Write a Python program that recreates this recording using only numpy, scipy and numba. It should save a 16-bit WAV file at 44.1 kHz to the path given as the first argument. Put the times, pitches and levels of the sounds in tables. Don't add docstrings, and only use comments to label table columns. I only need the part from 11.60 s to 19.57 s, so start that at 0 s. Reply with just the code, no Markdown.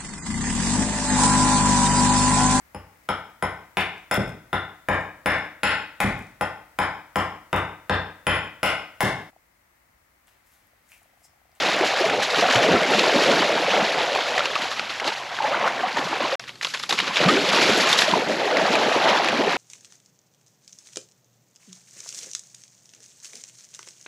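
import sys
import numpy as np
from scipy import signal
from scipy.fft import rfft, irfft, next_fast_len
from scipy.io import wavfile
from scipy.ndimage import uniform_filter1d
from numba import njit

SR = 44100
rng = np.random.default_rng(int(sys.argv[2]) if len(sys.argv) > 2 else 0)


def dump(signal):
    limited = np.clip(np.atleast_2d(signal).T, -1, 1)
    pcm = np.round(limited * 32767).astype(np.int16)
    wavfile.write(sys.argv[1], SR, pcm)


N = 351477


def from_db(db):
    return 10 ** (np.asarray(db) / 20)


def rms_one(x):
    return x / np.sqrt(np.mean(x ** 2) + 1e-20)


def in_time(rows):
    time_s, *columns = np.transpose(rows)
    return [np.interp(np.arange(N) / SR, time_s, column) for column in columns]


def drift(corner_hz):
    step = 40
    pole = np.exp(-2 * np.pi * step * corner_hz / SR)
    noise = rng.standard_normal(N // step + 2002)
    slow = signal.lfilter([1], [1, -2 * pole, pole ** 2], noise)[2000:]
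    return np.interp(np.arange(N) / step, np.arange(len(slow)), rms_one(slow))


def colour(x, points, low_hz=20, high_hz=20000, flatten=False):
    size = next_fast_len(N)
    spectrum = rfft(x, size)
    hz = np.arange(size // 2 + 1) * SR / size + 1
    if flatten:
        power = uniform_filter1d(np.abs(spectrum) ** 2, size=801)
        spectrum = spectrum / np.sqrt(power + 1e-12)
    point_hz, point_db = np.transpose(points)
    gain = from_db(np.interp(np.log(hz), np.log(point_hz), point_db))
    edges = np.sqrt((1 + (low_hz / hz) ** 6) * (1 + (hz / high_hz) ** 6))
    return irfft(spectrum * gain / edges, size)[:N]


# freq_hz, density_db (per Hz)
LAPPING_SPECTRUM = [(35, -37), (60, -14), (141, -6), (185, -7), (913, -16), (1370, -39), (4220, -12),
                    (13000, -33)]
HISS_DB = -51.5
HUM_HZ, HUM_WIDTH_HZ, HUM_DB = 132, 16, -58.5


def background():
    radius = np.exp(-np.pi * HUM_WIDTH_HZ / SR)
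    angle = 2 * np.pi * HUM_HZ / SR
    resonance = [1, -2 * radius * np.cos(angle), radius ** 2]
    hum = signal.lfilter([1, 0, -1], resonance, rng.standard_normal(N))
    hiss = colour(rng.standard_normal(N), LAPPING_SPECTRUM)
    return from_db(HUM_DB) * rms_one(hum) + from_db(HISS_DB) * rms_one(hiss)


@njit
def add(out, start, height, hz, cycles, rise, swell, sr):
    for k in range(len(start)):
        period = sr / hz[k]
        for i in range(min(int(cycles[k] * period), len(out) - start[k])):
            turns = i / period
            age = turns / cycles[k]
            size = min(turns / swell[k], 1.0) * np.exp(-5 * age)
            phase = 2 * np.pi * turns * (1 + rise * age / 2)
            out[start[k] + i] += height[k] * size * np.sin(phase)
    return out


def births(per_s, spread_db, clump_db):
    start = np.flatnonzero(rng.random(N) < per_s / SR)
    size_db = spread_db * np.minimum(rng.exponential(1, len(start)), 4) + clump_db[start]
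    return start, from_db(size_db) * rng.choice([-1., 1.], len(start))


# freq_hz, density_db (per Hz)
WATER_SPECTRUM = [(29, -60), (50, -45.5), (178, -4.5), (313, -1.5), (551, 2), (650, -8), (1170, -6),
                  (2610, -7), (4080, -9.5), (7170, -21.5), (8260, -30), (9070, -39), (10200, -30),
                  (11000, -30.5), (13900, -51.5)]


def swarm(per_s, low_hz, high_hz, cycles, spread_db, clump_db, rise=0.458):
    start, height = births(per_s, spread_db, clump_db)
    pitch, life = rng.random((2, len(start)))
    hz = low_hz * 0.6877 * (2 * high_hz / low_hz) ** pitch
    rings = add(np.zeros(N), start, height, hz, cycles * (.5 + life), rise, np.ones(len(hz)), SR)
    return rms_one(colour(rings, WATER_SPECTRUM, low_hz, high_hz, flatten=True))


# time_s, pitch_hz
USUAL_PITCH = [(0, 730), (.8, 688), (1.4, 626), (2.85, 662), (3.1, 832), (3.9, 793), (4.6, 846),
               (4.75, 643), (5.05, 1000), (5.45, 960), (5.62, 644), (6.05, 657), (6.35, 810), (6.65, 629),
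               (7.3, 690), (7.55, 810), (7.8, 650), (7.97, 750)]


def froth(per_s, octaves, cycles, spread_db, clump_db):
    usual_hz, = in_time(USUAL_PITCH)
    start, height = births(per_s, spread_db, clump_db)
    ratio = 2 ** (octaves * rng.standard_normal(len(start)))
    hz = usual_hz[start] * ratio
    lives = cycles * (.5 + rng.random(len(start)))
    return rms_one(add(np.zeros(N), start, height * np.sqrt(ratio), hz, lives, .1, 0.081 * lives, SR))


def bursts(rows, shape):
    power, age_s = np.zeros((2, N + SR)), np.arange(SR // 2) / SR
    for start_s, first_db, second_db, length_s in rows:
        at = int(start_s * SR)
        gains = from_db([[first_db], [second_db]])
        power[:, at:at + len(age_s)] += (gains * shape(age_s, length_s)) ** 2
    return power[:, :N]


# time_s, bubbles_db, pockets_over_bubbles_db, spray_db
WASH_CURVES = [(0, -27.5, -7, -25.5), (.3, -26.5, -18, -31), (.7, -30, -17, -31), (.8, -24, -12.5, -26),
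               (1.25, -23.5, -9, -29), (1.7, -24, -5, -26.5), (2.2, -25, -11.5, -29),
               (2.87, -30.5, -20, -31.5), (3.28, -39.5, -9, -36), (3.6, -37.5, -28, -39),
               (4.0, -30, -14, -35), (4.15, -29, -16, -36), (4.47, -32, -3, -36.5),
               (4.75, -32.5, -10, -33.5), (4.8, -60, -8, -53), (5.0, -65, 2, -67), (5.28, -53, -2, -50),
               (5.55, -38, -15, -30), (5.62, -25, 2, -28), (5.83, -29, 1, -26), (6.03, -25, -0.5, -21.5),
               (6.42, -28, -5.5, -24.5), (6.6, -29, -2, -33), (6.82, -27.5, -6, -33.5),
               (7.2, -22, -4.5, -27.5), (7.55, -23.5, -12, -29), (7.75, -25.5, -5, -32),
               (7.97, -26, -10, -30.5)]
MIST_DB, MIST_SWING = -40, 1.07
DROPS_FROM_BUBBLES_DB, DROPS_FROM_SPRAY_DB = -4.5, -1.5


def churning():
    wash_db, depth_db, sheet_db = in_time(WASH_CURVES)
    pushed, trapped = bursts(LUNGE_EVENTS, lunge)
    thrown, misted = bursts(THROW_EVENTS, throw)

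    bubbly = np.sqrt(from_db(wash_db) ** 2 + pushed)
    hollow = np.sqrt(from_db(wash_db + depth_db) ** 2 + trapped)
    sprayed = np.sqrt(from_db(sheet_db) ** 2 + thrown)
    mist_db = MIST_SWING * (sheet_db + 30.5) + MIST_DB
    misty = np.sqrt(from_db(mist_db) ** 2 + misted)
    dripping = np.hypot(from_db(DROPS_FROM_BUBBLES_DB) * bubbly, from_db(DROPS_FROM_SPRAY_DB) * sprayed)

    surge, patter = drift(19.5), drift(32)
    pockets = swarm(400, 77.7, 418, 6.4, 2.2, 0.79 * surge + 1.24 * drift(11))
    bubbles = froth(700, 0.342, 16.4, 2.16, 1.33 * surge + 0.97 * drift(38))
    drops = swarm(1100, 1057.5, 2320, 22.5, 0.56, 0.35 * surge + 0.24 * patter)
    spray = swarm(2800, 2321, 5420, 22.9, 0.56, 0.35 * surge + 1.3 * patter)
    mist = swarm(8000, 5350, 15700, 5.8, 1.2, 0.48 * surge + 1.8 * patter)
    return hollow * pockets + bubbly * bubbles + dripping * drops + sprayed * spray + misty * mist


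# start_s, bubbles_db, pockets_db, length_s
LUNGE_EVENTS = [(.04, -29, -31.5, 0.11), (.19, -26.5, -33, 0.069), (.4, -29.5, -30.5, 0.22),
                (.77, -23, -28, 0.072), (.94, -24, -29.5, 0.1), (1.06, -24.5, -24, 0.12),
                (1.27, -29, -27, 0.094), (1.5, -25.5, -26, 0.089), (1.66, -27, -27.5, 0.15),
                (2.1, -24.5, -35, .15), (2.36, -27, -43, 0.044), (2.5, -32.5, -48, 0.05),
                (2.71, -31.5, -46, 0.11), (2.97, -32.5, -37.5, 0.072), (3.39, -31.5, -38, .04),
                (3.435, -28, -35.5, 0.053), (3.68, -38, -51, 0.029), (3.8, -29, -46, 0.097),
                (3.9, -24.5, -37.5, 0.19), (4.19, -29, -57, 0.097), (4.35, -26.5, -41, 0.07),
                (4.5, -31, -37.5, .06), (4.59, -27, -35, 0.07), (4.7, -32.5, -52, 0.064),
                (5.29, -34.5, -30, 0.046), (5.38, -34.5, -39, 0.15), (5.64, -27.5, -26, 0.14),
                (6.07, -38, -34, 0.029), (6.48, -26, -24.5, 0.092), (6.66, -33, -33, 0.062),
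                (6.88, -27.5, -38, 0.11), (7.17, -31, -30, 0.11), (7.43, -23.5, -37, 0.16),
                (7.7, -36, -30.5, 0.036), (7.785, -35, -23.5, 0.025), (7.86, -25, -30, .04)]
LUNGE_RISE_S, LUNGE_FALL_S = 0.023, 0.02


def lunge(age_s, length_s):
    sinking_s = np.maximum(age_s - length_s, 0)
    return np.minimum(age_s / LUNGE_RISE_S, 1) * np.exp(-sinking_s / LUNGE_FALL_S)


# start_s, level_db, pitch_hz, length_ms
BUBBLE_EVENTS = [(0.207, -12.5, 360, 20), (0.395, -15, 525, 25), (0.407, -14, 360, 20),
                 (0.437, -10, 637, 26), (0.457, -16.5, 416, 24), (0.783, -19, 290, 21),
                 (0.821, -9, 678, 26), (0.852, -11, 720, 13), (0.955, -19, 118, 35), (1.046, -9, 597, 12),
                 (1.103, -14.5, 181, 41), (1.135, -24, 95, 24), (1.157, -13.5, 1290, 16),
                 (1.285, -16.5, 256, 14), (1.308, -18, 882, 15), (1.56, -13, 273, 10), (1.693, -8, 570, 13),
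                 (1.719, -20, 289, 49), (2.221, -19.5, 202, 21), (2.805, -11.5, 1340, 6.2),
                 (2.961, -9, 1160, 4.3), (3.032, -24, 930, 14), (3.518, -18, 875, 11),
                 (3.802, -12.5, 870, 13), (3.837, -13.5, 830, 29), (3.846, -18.5, 533, 20),
                 (3.912, -19, 559, 19), (4.232, -12.5, 726, 27), (4.368, -14.5, 910, 13),
                 (4.528, -11.5, 850, 7.8), (4.604, -15, 550, 8.8), (4.637, -19, 314, 12),
                 (4.648, -15, 1000, 9.3), (4.727, -16, 530, 20), (5.294, -22, 765, 14),
                 (5.323, -16, 1070, 9), (5.6, -13.5, 574, 22), (5.635, -17, 577, 12), (5.635, -15, 930, 12),
                 (5.657, -10.5, 169, 26), (5.687, -7, 1210, 16.5), (5.731, -10, 282, 11),
                 (5.762, -13.5, 388, 37), (5.97, -13, 910, 20), (6.093, -14, 189, 11),
                 (6.479, -11, 608, 13), (6.529, -18, 183, 20), (6.536, -4, 938, 7.7), (6.696, -13, 605, 15),
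                 (6.908, -15, 850, 12), (6.925, -14, 480, 20), (7.01, -14, 640, 24),
                 (7.787, -13.5, 266, 20), (7.871, -17, 423, 24)]


def lone_bubbles():
    start_s, level_db, pitch_hz, length_ms = np.transpose(BUBBLE_EVENTS)
    start = (start_s * SR).astype(np.int64)
    turns = length_ms * pitch_hz / 1000
    height = from_db(level_db + 4.5)
    return add(np.zeros(N), start, height, pitch_hz, 2.27 * turns, .12, 0.34 * turns, SR)


# start_s, level_db (each part is offset from it), pitch_hz
SLAP_EVENTS = [(0.2099, -11.5, 2050), (0.3067, -13, 1850), (0.3715, -11.5, 1800), (0.4974, -9.5, 2290),
               (0.621, -15, 1950), (0.7448, -9.5, 1440), (0.9102, -9, 1700), (0.9578, -4, 3000),
               (1.336, -7, 2630), (1.3929, -3.5, 2500), (1.4968, -14, 1650), (2.146, -15, 1770),
               (2.211, -17, 2680), (2.3441, -15, 1980), (2.5497, -12, 2490), (2.7794, -7.5, 1880),
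               (2.793, -11, 1790), (2.856, -10, 2770), (2.9547, -9.5, 2570), (3.1155, -15.5, 3650),
               (3.1949, -11, 2440), (3.399, -13, 2050), (3.4433, -16, 3080), (3.477, -9.5, 4200),
               (3.5212, -17, 1480), (3.7665, -20, 3240), (3.788, -16, 1480), (3.823, -19, 2680),
               (4.0772, -8, 1400), (4.37, -15, 1690), (4.3835, -15, 1850), (4.555, -18, 1520),
               (4.7964, -22, 5500), (4.8393, -25, 1860), (4.893, -23, 2130), (4.9555, -33, 4290),
               (5.012, -17.5, 1920), (5.0293, -16, 4090), (5.0473, -7.5, 3260), (5.0694, -16, 4280),
               (5.1392, -17.5, 4500), (5.1475, -15.5, 2430), (5.174, -23, 3390), (5.197, -21, 4960),
               (5.236, -14.5, 3560), (5.2629, -32, 2550), (5.2937, -14, 4560), (5.308, -6, 3720),
               (5.326, -5.5, 3600), (5.3887, -6, 2270), (5.4006, -6, 1850), (5.4779, -11.5, 1410),
               (5.5698, -6, 2250), (5.6381, -6, 1390), (5.66, -11, 2300), (5.89, -8.5, 3420),
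               (6.2248, -21, 1870), (6.2718, -10, 1750), (6.329, -1, 3500), (6.389, -2.5, 3750),
               (6.42, -2.5, 1620), (6.512, -12, 3320), (6.9121, -15, 1520), (6.9697, -8, 2030),
               (7.1534, -4.5, 2400), (7.322, -14, 2430), (7.645, -11, 1310), (7.6858, -7, 2440)]
SLAP_MS, SLAP_RISE_MS = 5.1, 0.83


def slaps():
    start_s, level_db, pitch_hz = np.transpose(SLAP_EVENTS)
    start = (start_s * SR).astype(np.int64)
    burst, age_ms = np.zeros(N + SR // 8), np.arange(SR // 8) / SR * 1000
    shape = np.minimum(age_ms / SLAP_RISE_MS, 1) * np.exp(-age_ms / SLAP_MS)
    for at, slap_db in zip(start, level_db):
        burst[at:at + len(shape)] += from_db(slap_db - 8.5) * shape
    droplets = burst[:N] * swarm(5000, 732, 12000, 3.6, 2.2, np.zeros(N))

    quick = np.full(len(pitch_hz), .3)
    crack_cycles = 3 + 0 * pitch_hz
    plink_cycles = 1.8 * SLAP_MS * pitch_hz / 1000
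    cracked = add(droplets, start, from_db(level_db + 1), pitch_hz, crack_cycles, 0., quick, SR)
    return add(cracked, start, from_db(level_db - 4), pitch_hz, plink_cycles, .1, 3 * quick, SR)


# start_s, spray_db, mist_db, fall_s
THROW_EVENTS = [(.24, -29.5, -34, 0.26), (.38, -26, -37, 0.053), (.62, -26, -29.5, 0.082),
                (.75, -27, -33, .1), (.92, -23, -28, .06), (1.3, -27, -34, 0.43), (1.6, -23, -28.5, 0.062),
                (2.1, -25, -44, 0.069), (2.38, -23, -46, 0.037), (2.6, -25.5, -39, .05),
                (3.01, -29, -36, 0.032), (3.1, -41, -37, 0.054), (3.29, -31, -41, 0.075),
                (3.45, -30.5, -40, 0.13), (4.05, -41, -42, 0.046), (4.37, -36, -38.5, 0.12),
                (4.6, -30, -51, 0.12), (4.795, -48, -46, .03), (4.875, -34, -38, 0.016),
                (5.02, -36.5, -35.5, 0.12), (5.135, -27.5, -31, 0.023), (5.19, -36, -39, 0.037),
                (5.225, -33, -31, 0.022), (5.29, -25.5, -25.5, 0.046), (5.375, -27, -38, 0.084),
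                (5.555, -22.5, -42, 0.093), (5.68, -20.5, -28, .06), (5.92, -23.5, -31, 0.13),
                (6.17, -39, -24, 0.066), (6.28, -37, -26, 0.12), (6.37, -26, -22, 0.063),
                (6.47, -28, -36, .05), (6.52, -36, -38, 0.03), (6.68, -35, -35, 0.068),
                (6.92, -30, -46, 0.12), (7.12, -25, -35, 0.05), (7.47, -25.5, -49, 0.17),
                (7.63, -28, -50, 0.076)]
THROW_RISE_S = 0.0066


def throw(age_s, fall_s):
    return np.minimum(age_s / THROW_RISE_S, 1) * np.exp(-age_s / fall_s)


# freq_hz, side_over_mid_db
WIDTH_EQ = [(60, -32), (800, -50), (4000, -33), (8800, -22), (11800, -1)]


def scene():
    mid = churning() + slaps() + lone_bubbles() + background()
    side = colour(mid * drift(200), WIDTH_EQ)
    return np.array([mid + side, mid - side])


PORT_NOTCH_HZ, PORT_NOTCH_Q = 9100, 19
LOW_CUT_HZ, RUMBLE_HZ, RUMBLE_DB = 62, 60, -82
BREAK_START_S, BREAK_END_S = 4.755, 4.795
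CUTOFF_HZ = 14150
CEILING = 0.79


def record(dry):
    ported = signal.lfilter(*signal.iirnotch(PORT_NOTCH_HZ, PORT_NOTCH_Q, SR), dry)
    ported = signal.sosfilt(signal.butter(2, LOW_CUT_HZ, "high", fs=SR, output="sos"), ported)
    low_pass = signal.butter(2, RUMBLE_HZ, fs=SR, output="sos")
    rumble = rms_one(signal.sosfilt(low_pass, rng.standard_normal(N)))
    rounded = CEILING * np.tanh((ported + from_db(RUMBLE_DB) * rumble) / CEILING)
    t = np.arange(N) / SR
    running = (t < BREAK_START_S) | (t > BREAK_END_S)
    return signal.sosfilt(signal.cheby2(20, 60, CUTOFF_HZ, fs=SR, output="sos"), rounded * running)


dry = scene()
out = record(dry)
dump(out)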